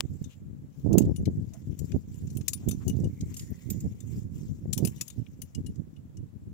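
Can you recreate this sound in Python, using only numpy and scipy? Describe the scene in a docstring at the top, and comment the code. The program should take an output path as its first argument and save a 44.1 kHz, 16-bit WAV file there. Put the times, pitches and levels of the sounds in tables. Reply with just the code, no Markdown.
"""Climbing gear on a windy ridge

Metal climbing gear knocks together on a harness beside a handheld stereo microphone.
Wind buffets each port as random pressure pops; cloth and rope rustle as patchy filtered noise.
Rope drags and webbing squeaks as noise in narrow resonances; a button snaps on the housing.
Carabiners on the left hip and a piece on the rope in front clink: noise rattle plus decaying modes."""
import sys
import numpy as np
from scipy import signal
from scipy.io import wavfile
from scipy.ndimage import uniform_filter1d

SR = 44100
rng = np.random.default_rng(int(sys.argv[2]) if len(sys.argv) > 2 else 0)


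def wav_record(signal):
    """Record a signal, one row per channel, as 16-bit PCM in the file named by sys.argv[1]."""
    frames = np.transpose(np.atleast_2d(signal))
    bounded = np.clip(frames, -1, 1)
    # unit amplitude maps onto the largest positive 16-bit level
    quanta = np.round(bounded * 32767).astype(np.int16)
    wavfile.write(sys.argv[1], SR, quanta)


N = 287973


def gain_of(db):
    """dB to gain."""
    return 10 ** (np.asarray(db) / 20)


def evened(x):
    """Scales to rms 1."""
    return x / np.sqrt(np.mean(x ** 2) + 1e-20)


def steadied(x, power, size):
    """Evens out the short-time level of x in part, then scales to rms 1."""
    short_power = uniform_filter1d(x ** 2, size=size, axis=1)
    return evened(x / (short_power + 1e-20) ** power)


def read(points, hz):
    """Reads a spectrum on a log-frequency axis."""
    f, value = np.transpose(points)
    return np.interp(np.log(hz + 1), np.log(f + 1), value)


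def curves(rows):
    """Columns of a table at every sample."""
    s, *columns = np.transpose(rows)
    return [np.interp(np.arange(N) / SR, s, c) for c in columns]


def colour(x, points, treble_db=0, low_db=0, ripple_db=0, size=4096):
    """Minimum-phase filter: a spectrum, shelves above 9 and below 4.5 kHz, optional ripple."""
    hz = abs(np.fft.fftfreq(size, 1 / SR)) + 1
    shelves_db = treble_db / (1 + (9000 / hz) ** 8) + low_db / (1 + (hz / 4500) ** 8)
    log_gain = np.log(gain_of(read(points, hz) + shelves_db + ripple_db))
    response = np.exp(np.conj(signal.hilbert(log_gain)))
    taps = np.fft.ifft(response).real[:size // 2]
    taps = taps.reshape((1,) * (x.ndim - 1) + (-1,))
    return signal.oaconvolve(x, taps, axes=-1)[..., :x.shape[-1]]


def wander(hz, count, order=1):
    """Slow random motion of rms 1: noise low-passed at hz."""
    low_pass = signal.butter(order, hz, fs=SR, output="sos")
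    slow = signal.sosfilt(low_pass, rng.standard_normal((count, N)))
    return np.array([evened(v) for v in slow])


def add(mix, s, sound):
    """Mixes a sound in at s."""
    part = mix[:, max(round(s * SR), 0):][:, :sound.shape[1]]
    part += sound[:, :part.shape[1]]


# Hiss spectrum. Each row: frequency in Hz, relative density in dB per Hz.
AIR_SPECTRUM = [(290, -20.5), (500, -1.5), (710, -10.5), (1170, -16), (1480, -17.5), (4900, -27.5),
                (7380, -23.5), (8300, -28.5), (15100, -28), (15800, -24.5), (16500, -42)]
AIR_LEVEL_DB = -70.5


def air():
    """Distant steady hiss of the hillside and the microphone: coloured noise."""
    return gain_of(AIR_LEVEL_DB) * evened(colour(rng.standard_normal((2, N)), AIR_SPECTRUM))


# Breeze between gusts, before the lumps. Each row: time in seconds, left dB, right dB.
BREEZE = [(0, -50.5, -43.5), (.7, -45.5, -51.5), (1.2, -27.5, -33), (1.55, -49, -46), (2.0, -43.5, -42.5),
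          (3.0, -38.5, -37.5), (3.5, -46.5, -42), (4.3, -45.5, -42.5), (5.0, -43.5, -47), (5.6, -51.5, -43),
          (6.53, -45, -48.5)]
# Gusts loud enough to thud. Each row: centre in seconds, port, peak level in dB, length in seconds.
GUSTS = [(0.049, "right", -24, 0.019), (0.124, "left", -39, 0.04), (0.128, "right", -32.5, 0.078),
         (0.22, "right", -25, 0.01), (0.534, "left", -34.5, 0.012), (0.868, "right", -18, 0.043),
         (0.912, "right", -17, 0.035), (0.972, "right", -12, 0.082), (1.034, "right", -20.5, 0.092),
         (1.053, "left", -25, 0.042), (1.28, "left", -20, 0.029), (1.394, "left", -29, 0.16),
         (1.705, "left", -28, 0.076), (1.825, "left", -26, 0.052), (1.945, "left", -30, 0.11),
         (1.955, "right", -19, 0.027), (2.334, "left", -37.5, 0.05), (2.384, "right", -25, 0.055),
         (2.683, "right", -20.5, 0.036), (2.723, "right", -26.5, 0.063), (2.863, "left", -40, 0.052),
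         (2.884, "left", -23, 0.057), (2.987, "right", -23.5, 0.15), (3.05, "left", -28.5, 0.067),
         (3.236, "right", -27, 0.03), (3.423, "left", -35, 0.037), (3.517, "left", -26.5, 0.028),
         (3.731, "right", -27.5, 0.13), (3.857, "right", -23, 0.033), (3.88, "left", -31.5, 0.11),
         (4.133, "right", -31.5, 0.2), (4.177, "left", -29, 0.029), (4.27, "right", -32, 0.058),
         (4.39, "right", -34.5, 0.2), (4.51, "left", -28, 0.06), (4.662, "left", -25, 0.02),
         (4.707, "left", -28.5, 0.062), (4.83, "right", -19.5, 0.1), (5.194, "right", -27.5, 0.057),
         (5.582, "right", -28, 0.046), (5.65, "left", -33, 0.13), (5.8, "right", -28, 0.036)]
# Soft pressure pop. Each row: frequency in Hz, relative density in dB per Hz.
SOFT_POP_SPECTRUM = [(12, -52.5), (20, -29.5), (89, 3), (150, 1), (259, -7), (399, -21), (439, -23),
                     (615, -44), (1060, -73), (1800, -55), (2340, -74.5), (3960, -120)]
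# Sharp pressure pop in strong gusts. Each row: frequency in Hz, relative density in dB per Hz.
SHARP_POP_SPECTRUM = [(12, -57), (20, -40), (113, 3.5), (210, 2.5), (343, -1), (689, -21), (1100, -42),
                      (1500, -55.5), (2200, -98)]
LUMPS_RMS_DB, LUMPS_HZ = 5.0, 7.5  # small puffs make the breeze lumpy
POPS_PER_S, PUSH_SHARE = 190, 0.7
SHARP_GAIN = 0.14  # wind gain at which all pops are sharp


def wind():
    """Eddies pop on each port, mostly as pushes; strong gusts give shorter, sharper pops."""
    t = np.arange(N) / SR
    lumps_db = LUMPS_RMS_DB * wander(LUMPS_HZ, count=2, order=2)
    power = gain_of(curves(BREEZE) + lumps_db) ** 2
    for s, port, db, length_s in GUSTS:
        side = int(port == "right")
        fall_db = 11.1 * abs(2 * (t - s) / length_s) ** 2.85
        power[side] = np.maximum(power[side], gain_of(2 * db - fall_db))
    gain = np.sqrt(power)

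    strength = gain_of(3.13 * np.minimum(rng.exponential(1, (2, N)), 3))
    pops = strength * (rng.random((2, N)) < POPS_PER_S / SR)
    pops *= np.where(rng.random((2, N)) < PUSH_SHARE, 1, -1)
    pops = evened(pops) + 0.24 * rng.standard_normal((2, N))
    # steadied, so that the gust sets the strength of its pops
    soft = steadied(colour(pops, SOFT_POP_SPECTRUM), 0.3, size=2000)
    sharp = steadied(colour(pops, SHARP_POP_SPECTRUM), 0.4, size=900)
    share = np.clip(gain / SHARP_GAIN, 0, 1) ** 1.58
    return gain * (np.sqrt(1 - share ** 2) * soft + share * sharp)


SHAKE_DB, SHAKE_TOP_DB = -28.5, -63  # webbing hiss relative to the knock, ceiling
SHAKE_FADE_S = 0.056  # time constant of its power


def shaking():
    """Power of the webbing hiss that each knock sets off, fading exponentially."""
    kicks = np.zeros(N)
    for s, gear, db, *_ in CLINKS:
        kicks[round(s * SR)] = gain_of(2 * min(db + SHAKE_DB, SHAKE_TOP_DB))
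    return signal.lfilter([1], [1, -np.exp(-1 / (SHAKE_FADE_S * SR))], kicks)


PATCH_RMS_DB = 3.0  # fibres of other sizes catch at other moments


def patchy(x):
    """Lets small areas of time and pitch swell and fade by chance."""
    z = signal.stft(x, nperseg=256)[2]
    patches = rng.standard_normal(z.shape[:0:-1]).T
    patches = uniform_filter1d(patches, size=7, axis=0)
    patches = evened(uniform_filter1d(patches, size=12, axis=1))
    return signal.istft(z * gain_of(PATCH_RMS_DB * patches), nperseg=256)[1][:, :N]


# Cloth and rope rubbing, before patches and treble trim.
# Each row: time in seconds, left level in dB, left minus right in dB.
RUBBING = [(0, -69.5, 37), (.33, -64.5, 22.5), (.42, -76.5, 29), (.68, -82, 22), (.78, -65, 17),
           (1.13, -72, 11), (1.47, -70, 10), (1.56, -64.5, 10), (1.68, -68.5, 16), (1.9, -62.5, 7),
           (2.06, -70, 11), (2.13, -61, 16), (2.25, -65.5, 1.5), (2.9, -63.5, 9.5), (3.15, -67.5, 4),
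           (3.39, -55, 13), (3.54, -63.5, 7), (3.62, -60.5, 3), (3.73, -61, 9), (3.95, -69.5, 6),
           (4.18, -57, 7.5), (4.29, -76, 12), (4.36, -59, 7), (4.47, -62.5, 8), (4.65, -73.5, 4),
           (4.9, -57.5, 5.5), (5.24, -72.5, 10), (5.76, -74.5, 7), (5.86, -79, 24.5), (6.53, -82.5, 14)]
# Hiss of the fibres. Each row: frequency in Hz, relative density in dB per Hz.
CLOTH_SPECTRUM = [(530, -37), (900, -8.5), (1430, -15), (2030, -8), (3470, -9), (4220, -11), (6950, 1.5),
                  (7660, 1), (8550, -23), (9430, -15.5), (15300, -4.5), (15900, -15), (16500, -21.5)]
RUSTLE_TREBLE_DB, RUSTLE_TREBLE_HZ = -3.5, 8800
CRACKLES_PER_S = 300
RUSTLE_SHARED = 0.55  # correlation of the noise at the two ports


def rustle():
    """Fibres scrape as a flickering hiss with fine crackle, partly shared by the ports."""
    left_db, pan_db = curves(RUBBING)
    level = np.sqrt(gain_of(2 * left_db) + shaking())
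    a, b = rng.standard_normal((2, N)) * gain_of(2 * wander(35, count=1))
    crackle = gain_of(1.9 * np.minimum(rng.exponential(1, N), 4))
    a += 2.2 * crackle * (rng.random(N) < CRACKLES_PER_S / SR)
    left = evened(colour(a, CLOTH_SPECTRUM, low_db=2.0))
    mixed = RUSTLE_SHARED * np.roll(a, 9) + np.sqrt(1 - RUSTLE_SHARED ** 2) * b  # 9 samples late
    right = evened(colour(mixed, CLOTH_SPECTRUM, treble_db=0.5))
    hiss = patchy(np.array([left, right]))
    high_pass = signal.butter(4, RUSTLE_TREBLE_HZ, "high", fs=SR, output="sos")
    treble = signal.sosfilt(high_pass, hiss)
    trimmed = hiss + (gain_of(RUSTLE_TREBLE_DB) - 1) * treble
    return level * gain_of([0 * pan_db, -pan_db]) * trimmed


DRAG_START_S, DRAG_LENGTH_S = 3.2, 0.5
DRAG_DB, DRAG_LEFT_DB, DRAG_RIGHT_DB = -74, -4.0, 3.0  # level, then offset at each port
DRAG_RISE_DB_PER_S, DRAG_FALL_DB_PER_S = 90, 50
DRAG_HZ, DRAG_SAG_HZ, DRAG_WAVER_RMS_HZ = 2180, 270, 45  # the pitch sags near the middle of the pull


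def drag():
    """Rope sheath on rock, stronger on the right: grainy noise in one wavering resonance."""
    t = np.arange(N) / SR - DRAG_START_S
    rise_db = DRAG_RISE_DB_PER_S * np.minimum(t, 0)
    fall_db = DRAG_FALL_DB_PER_S * np.maximum(t - DRAG_LENGTH_S, 0)
    sag_hz = DRAG_SAG_HZ * np.exp(-(4 * t / DRAG_LENGTH_S - 2.4) ** 2 / 2)
    noise = rng.standard_normal(N) * gain_of(3.0 * wander(20, count=1)[0])
    pitch_hz = DRAG_HZ - sag_hz + DRAG_WAVER_RMS_HZ * wander(3.3, count=1)[0]
    turn = np.exp(2j * np.pi * np.cumsum(pitch_hz) / SR)
    # shift the pitch to 0 Hz, low-pass, shift back
    low_pass = signal.butter(2, 170, fs=SR, output="sos")
    band = evened((turn * signal.sosfilt(low_pass, noise / turn)).real)
    ports = gain_of([[DRAG_LEFT_DB], [DRAG_RIGHT_DB]])
    return gain_of(DRAG_DB + rise_db - fall_db) * ports * band


# Short squeaks and scrapes of metal on webbing, level before fades and port offsets.
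# Each row: centre in seconds, half length in seconds, level in dB, pitch in Hz, width in Hz,
# step per overtone in dB.
SCRAPES = [(0.322, 0.045, -62.5, 2920, 700, -16), (1.551, 0.04, -58.5, 683, 60, -27),
           (1.576, .08, -78, 2030, 150, -14), (2.636, 0.056, -63.5, 675, 149, -33),
           (2.825, 0.031, -61, 1135, 484, -33), (5.205, 0.039, -78, 3000, 150, -35.5)]


def scrape(s, half_s, db, hz, width_hz, overtone_db):
    """Friction noise in a narrow resonance and its multiples."""
    noise = rng.standard_normal((2, round(2 * half_s * SR)))
    tone = 0
    for k in range(3):
        multiple_hz = hz * (k + 1)
        peak = signal.iirpeak(multiple_hz, multiple_hz / width_hz, SR)
        tone = tone + gain_of(overtone_db * k) * signal.lfilter(*peak, noise)
    ports = gain_of([[3.0], [-1.5]])
    return s - half_s, gain_of(db) * ports * evened(tone) * np.hanning(tone.shape[1])


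# Button. One row: start in seconds, left level in dB, left minus right in dB.
SNAP = (.0068, -9.5, 14)
# Housing modes. Each row: frequency in Hz, relative level in dB, t60 in seconds.
HOUSING_MODES = [(1200, -24, 0.014), (3425, 0.5, 0.0027), (4830, 2.5, 0.0017), (7300, -3.5, 0.0033),
                 (15000, -13, .002)]


def snap():
    """The button clicks the plastic housing, which rattles for a moment."""
    s, db, pan_db = SNAP
    t = np.arange(round(SR / 20)) / SR
    ring = sum(gain_of(level_db - 60 * t / t60_s) * np.sin(2 * np.pi * hz * t)
               for hz, level_db, t60_s in HOUSING_MODES)
    noise = uniform_filter1d(rng.standard_normal(len(t)), size=3)
    rattle = gain_of(-25.5 - 60 * (t / 0.012) ** 2) * noise
    return s, gain_of([[db], [db - pan_db]]) * (ring + rattle)


# Carabiner modes in four groups: large low, small low, middle, high.
# Each row: frequency in Hz, relative level in dB, t60 in seconds.
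HIP_MODES = [
    [(2880, 0, .07), (2990, -4, .04)],
    [(3634, 0, .09), (3500, -3, .05)],
    [(6065, 0, .11), (7240, -12, .08)],
    [(9776, 0, .08), (11300, -12, .04), (12810, -8, .05), (14790, -14, .07)],
]
# Modes of the piece on the rope in four groups, low to high.
# Each row: frequency in Hz, relative level in dB, t60 in seconds.
FRONT_MODES = [
    [(6778, 0, .4), (7267, -9, .12)],
    [(8839, 2, .14), (9582, -9, .3)],
    [(12520, -10, .08), (12860, 0, .15)],
    [(13840, 0, .07), (15100, -5, .05)],
]
# Position on the hip. One row: left minus right in dB, ring at the far port in dB before shading.
HIP_SIDE = (12.5, -1.78)
# Position on the rope. One row: left minus right in dB, ring at the far port in dB before shading.
ROPE_SIDE = (2.3, 18.7)
LARGE_LOW, SMALL_LOW, HIP_MIDDLE, HIP_HIGH = HIP_MODES
ROPE_MODES = [FRONT_MODES[0], FRONT_MODES[1] + FRONT_MODES[2], FRONT_MODES[3]]
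PIECES = {"large": ([LARGE_LOW, HIP_MIDDLE, HIP_HIGH], *HIP_SIDE),
          "small": ([SMALL_LOW, HIP_MIDDLE, HIP_HIGH], *HIP_SIDE),
          "rope": (ROPE_MODES, *ROPE_SIDE)}
# Knock noise before shelves. Each row: frequency in Hz, relative density in dB per Hz.
KNOCK_SPECTRUM = [(410, -63), (700, -35), (1730, -30.5), (2680, -13.5), (2900, -16.5), (3230, -15.5),
                  (4440, -14), (5650, -11), (6120, -7.5), (6800, -6), (7470, -0.5), (8870, -23),
                  (9610, -11), (15300, -12.5), (16800, -39.5)]
# Shadow of the housing, scaled by pan / 13 dB. Each row: frequency in Hz, left minus right in dB.
SHADE = [(60, 6.5), (130, 12.0), (290, 13.5), (640, 8.5), (1410, -9.5), (3100, 13.5), (6820, 13),
         (15000, 18.5)]
# Clinks, shelves relative to the bases below. Each row: time in seconds, piece, knock level in dB,
# treble shelf in dB, low shelf in dB, ring of the low, middle and high modes in dB.
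CLINKS = [(.242, "small", -46, -16, -15, -52, -74, -71), (0.93, "small", -38.5, -3.5, -15.5, -55, -56, -62),
          (0.983, "small", -21, 3.5, -11, -72, -56, -48), (1.02, "small", -46, -12, -8, -81, -76, -69),
          (1.053, "small", -55, -18, -11, -76, -81, -87),
          (1.162, "large", -43.5, -9, -14, -44.5, -42.5, -39.5),
          (1.256, "small", -42, -7, -5.5, -84, -84, -74), (1.536, "large", -50, -13, -16, -85, -75, -51),
          (1.791, "small", -40, -7, -22, -83, -71, -53), (1.855, "small", -55, -5, -29, -81, -77, -73),
          (1.919, "small", -48, -16, 3, -77, -54, -67), (2.143, "large", -58.5, -3, -13, -57.5, -72, -60),
          (2.272, "small", -53, -21, -17, -78, -59, -72), (2.303, "small", -51.5, -12, -13, -80, -53, -56),
          (2.353, "large", -53.5, -12.5, -23, -69, -60, -73),
          (2.371, "large", -38.5, 4.5, -10.5, -62, -69, -38),
          (2.412, "large", -49.5, -13, -6, -60, -68, -72), (2.482, "small", -20, -8.5, -17, -70, -59, -53),
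          (2.533, "small", -29, 0, -10.5, -45, -59, -24.5), (2.687, "small", -31, 5, -13, -44, -45, -28),
          (2.712, "small", -34, -3, -13.5, -45.5, -35.5, -34),
          (2.88, "large", -34, -4.5, -24, -47, -37, -34),
          (2.897, "large", -39.5, -3, -10.5, -40.5, -54, -59),
          (2.966, "small", -57, -13, -12, -80, -80, -73), (3.001, "large", -54, -33, -40, -71, -70, -71),
          (3.043, "large", -51, -19, -21, -45, -52, -51.5), (3.209, "rope", -44, -18, -16.5, -93, -85, -90),
          (3.342, "large", -42, -2, -10.5, -71, -67, -48), (3.367, "rope", -40.5, -13, -16, -55, -60, -62),
          (3.395, "rope", -41.5, -11, -9, -75, -68, -75), (3.505, "rope", -56, 12, -21, -78, -85, -68),
          (3.703, "rope", -33.5, -2.5, -18, -67, -82, -46), (3.805, "rope", -46, -12, -23, -85, -91, -68),
          (4.005, "small", -46, -7, -19, -54, -62, -57), (4.73, "small", -24, -7, -16, -46, -50, -27),
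          (4.778, "small", -29, 2, -10, -45, -40, -64), (4.851, "large", -27.5, 3, -12, -46, -51, -27),
          (4.873, "small", -33, 0, -12.5, -65, -62, -54), (4.96, "small", -56, 12, -12, -58, -74, -55),
          (4.979, "large", -62, -10, -7.5, -56, -69, -52), (5.012, "large", -26, -4, -16, -59, -58, -45),
          (5.08, "small", -39, 4, -11.5, -57, -60, -46), (5.102, "small", -42.5, -10, -10.5, -51, -77, -68),
          (5.265, "large", -56, -36, 34, -84, -92, -74), (5.419, "large", -37, 3, -12.5, -49, -72, -45),
          (5.549, "large", -42, -17, -13, -47, -58, -51),
          (5.664, "large", -47, -12.5, -14.5, -45.5, -79, -47.5),
          (5.758, "small", -59, -14, -9, -82.5, -71.5, -74), (5.964, "large", -65, -9, 5, -54, -81, -67),
          (6.171, "large", -53.5, -22.5, -19.5, -60.5, -73.5, -61.5)]
KNOCK_TRIM_DB, TREBLE_BASE_DB, LOW_BASE_DB = 0.1, 2.0, 12.5
RIPPLE_RMS_DB = 3.83  # each contact excites other damped parts
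RING_SCATTER_RMS_DB = 3  # each blow lands elsewhere on the metal
KNOCK_SHARED = 0.6  # the far port hears the contacts by another path


def clink(s, gear, db, treble_db, low_db, *groups_db):
    """A rattle of contacts among damped parts, a scatter off body and rock, and the metal's ring."""
    modes, pan_db, far_ring_db = PIECES[gear]
    t = np.arange(round(SR / 3)) / SR
    noise, other, left, right = rng.standard_normal((4, len(t)))

    envelope = t / 0.0022 * np.exp(-t / 0.0023) + 0.0597 * np.exp(-(t / 0.021) ** 2)
    jitter = uniform_filter1d(noise[::-1], size=30) * np.sqrt(30)
    rattle = envelope * gain_of(2.4 * jitter)
    scatter = gain_of(-28.5 - 60 * t / 0.14) * (1 - np.exp(-t / 0.0066))
    bumps = evened(uniform_filter1d(rng.standard_normal(257), size=5))
    ripple_db = RIPPLE_RMS_DB * np.r_[bumps, bumps[-2:0:-1]]  # mirrored for negative frequencies
    parts = np.array([noise * rattle, other * rattle, left * scatter, right * scatter])
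    parts = colour(parts, KNOCK_SPECTRUM, treble_db + TREBLE_BASE_DB, low_db + LOW_BASE_DB,
                   ripple_db, size=512)
    onset_rms = np.sqrt(np.mean(parts[0, :360] ** 2))
    knock, turned, left_tail, right_tail = parts * gain_of(db + KNOCK_TRIM_DB) / onset_rms

    ring = np.zeros(len(t))
    for group_db, group in zip(groups_db, modes):
        for hz, level_db, t60_s in group:
            mode_db = group_db + level_db + RING_SCATTER_RMS_DB * rng.standard_normal()
            ring += gain_of(mode_db - 60 * t / t60_s) * np.sin(2 * np.pi * (hz * t + rng.random()))
    ring *= 1 - np.exp(-(t / 0.0031) ** 2)  # rings freely once the parts separate

    far = KNOCK_SHARED * knock + np.sqrt(1 - KNOCK_SHARED ** 2) * turned
    far = far + gain_of(far_ring_db) * ring
    shadow = [(hz, -shade_db * pan_db / 13) for hz, shade_db in SHADE]
    far = colour(far, shadow, size=128)
    far = np.roll(far, round(pan_db * SR / 40000))  # the way round the housing is longer
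    far = far + gain_of(-0.6 * pan_db) * right_tail
    return s - 0.0015, np.array([knock + ring + left_tail, far])


def scene():
    """Wind, rubbing and gear together."""
    mix = air() + wind() + rustle() + drag()
    for row in SCRAPES:
        add(mix, *scrape(*row))
    add(mix, *snap())
    for row in CLINKS:
        add(mix, *clink(*row))
    return mix


EDGE_HZ = 16900


def record(dry):
    """Band limit of the recorder: a steep low-pass."""
    taps = signal.firwin(511, EDGE_HZ, window=("kaiser", 9), fs=SR)
    return signal.oaconvolve(dry, taps[None], "same")


dry = scene()
out = record(dry)
wav_record(out)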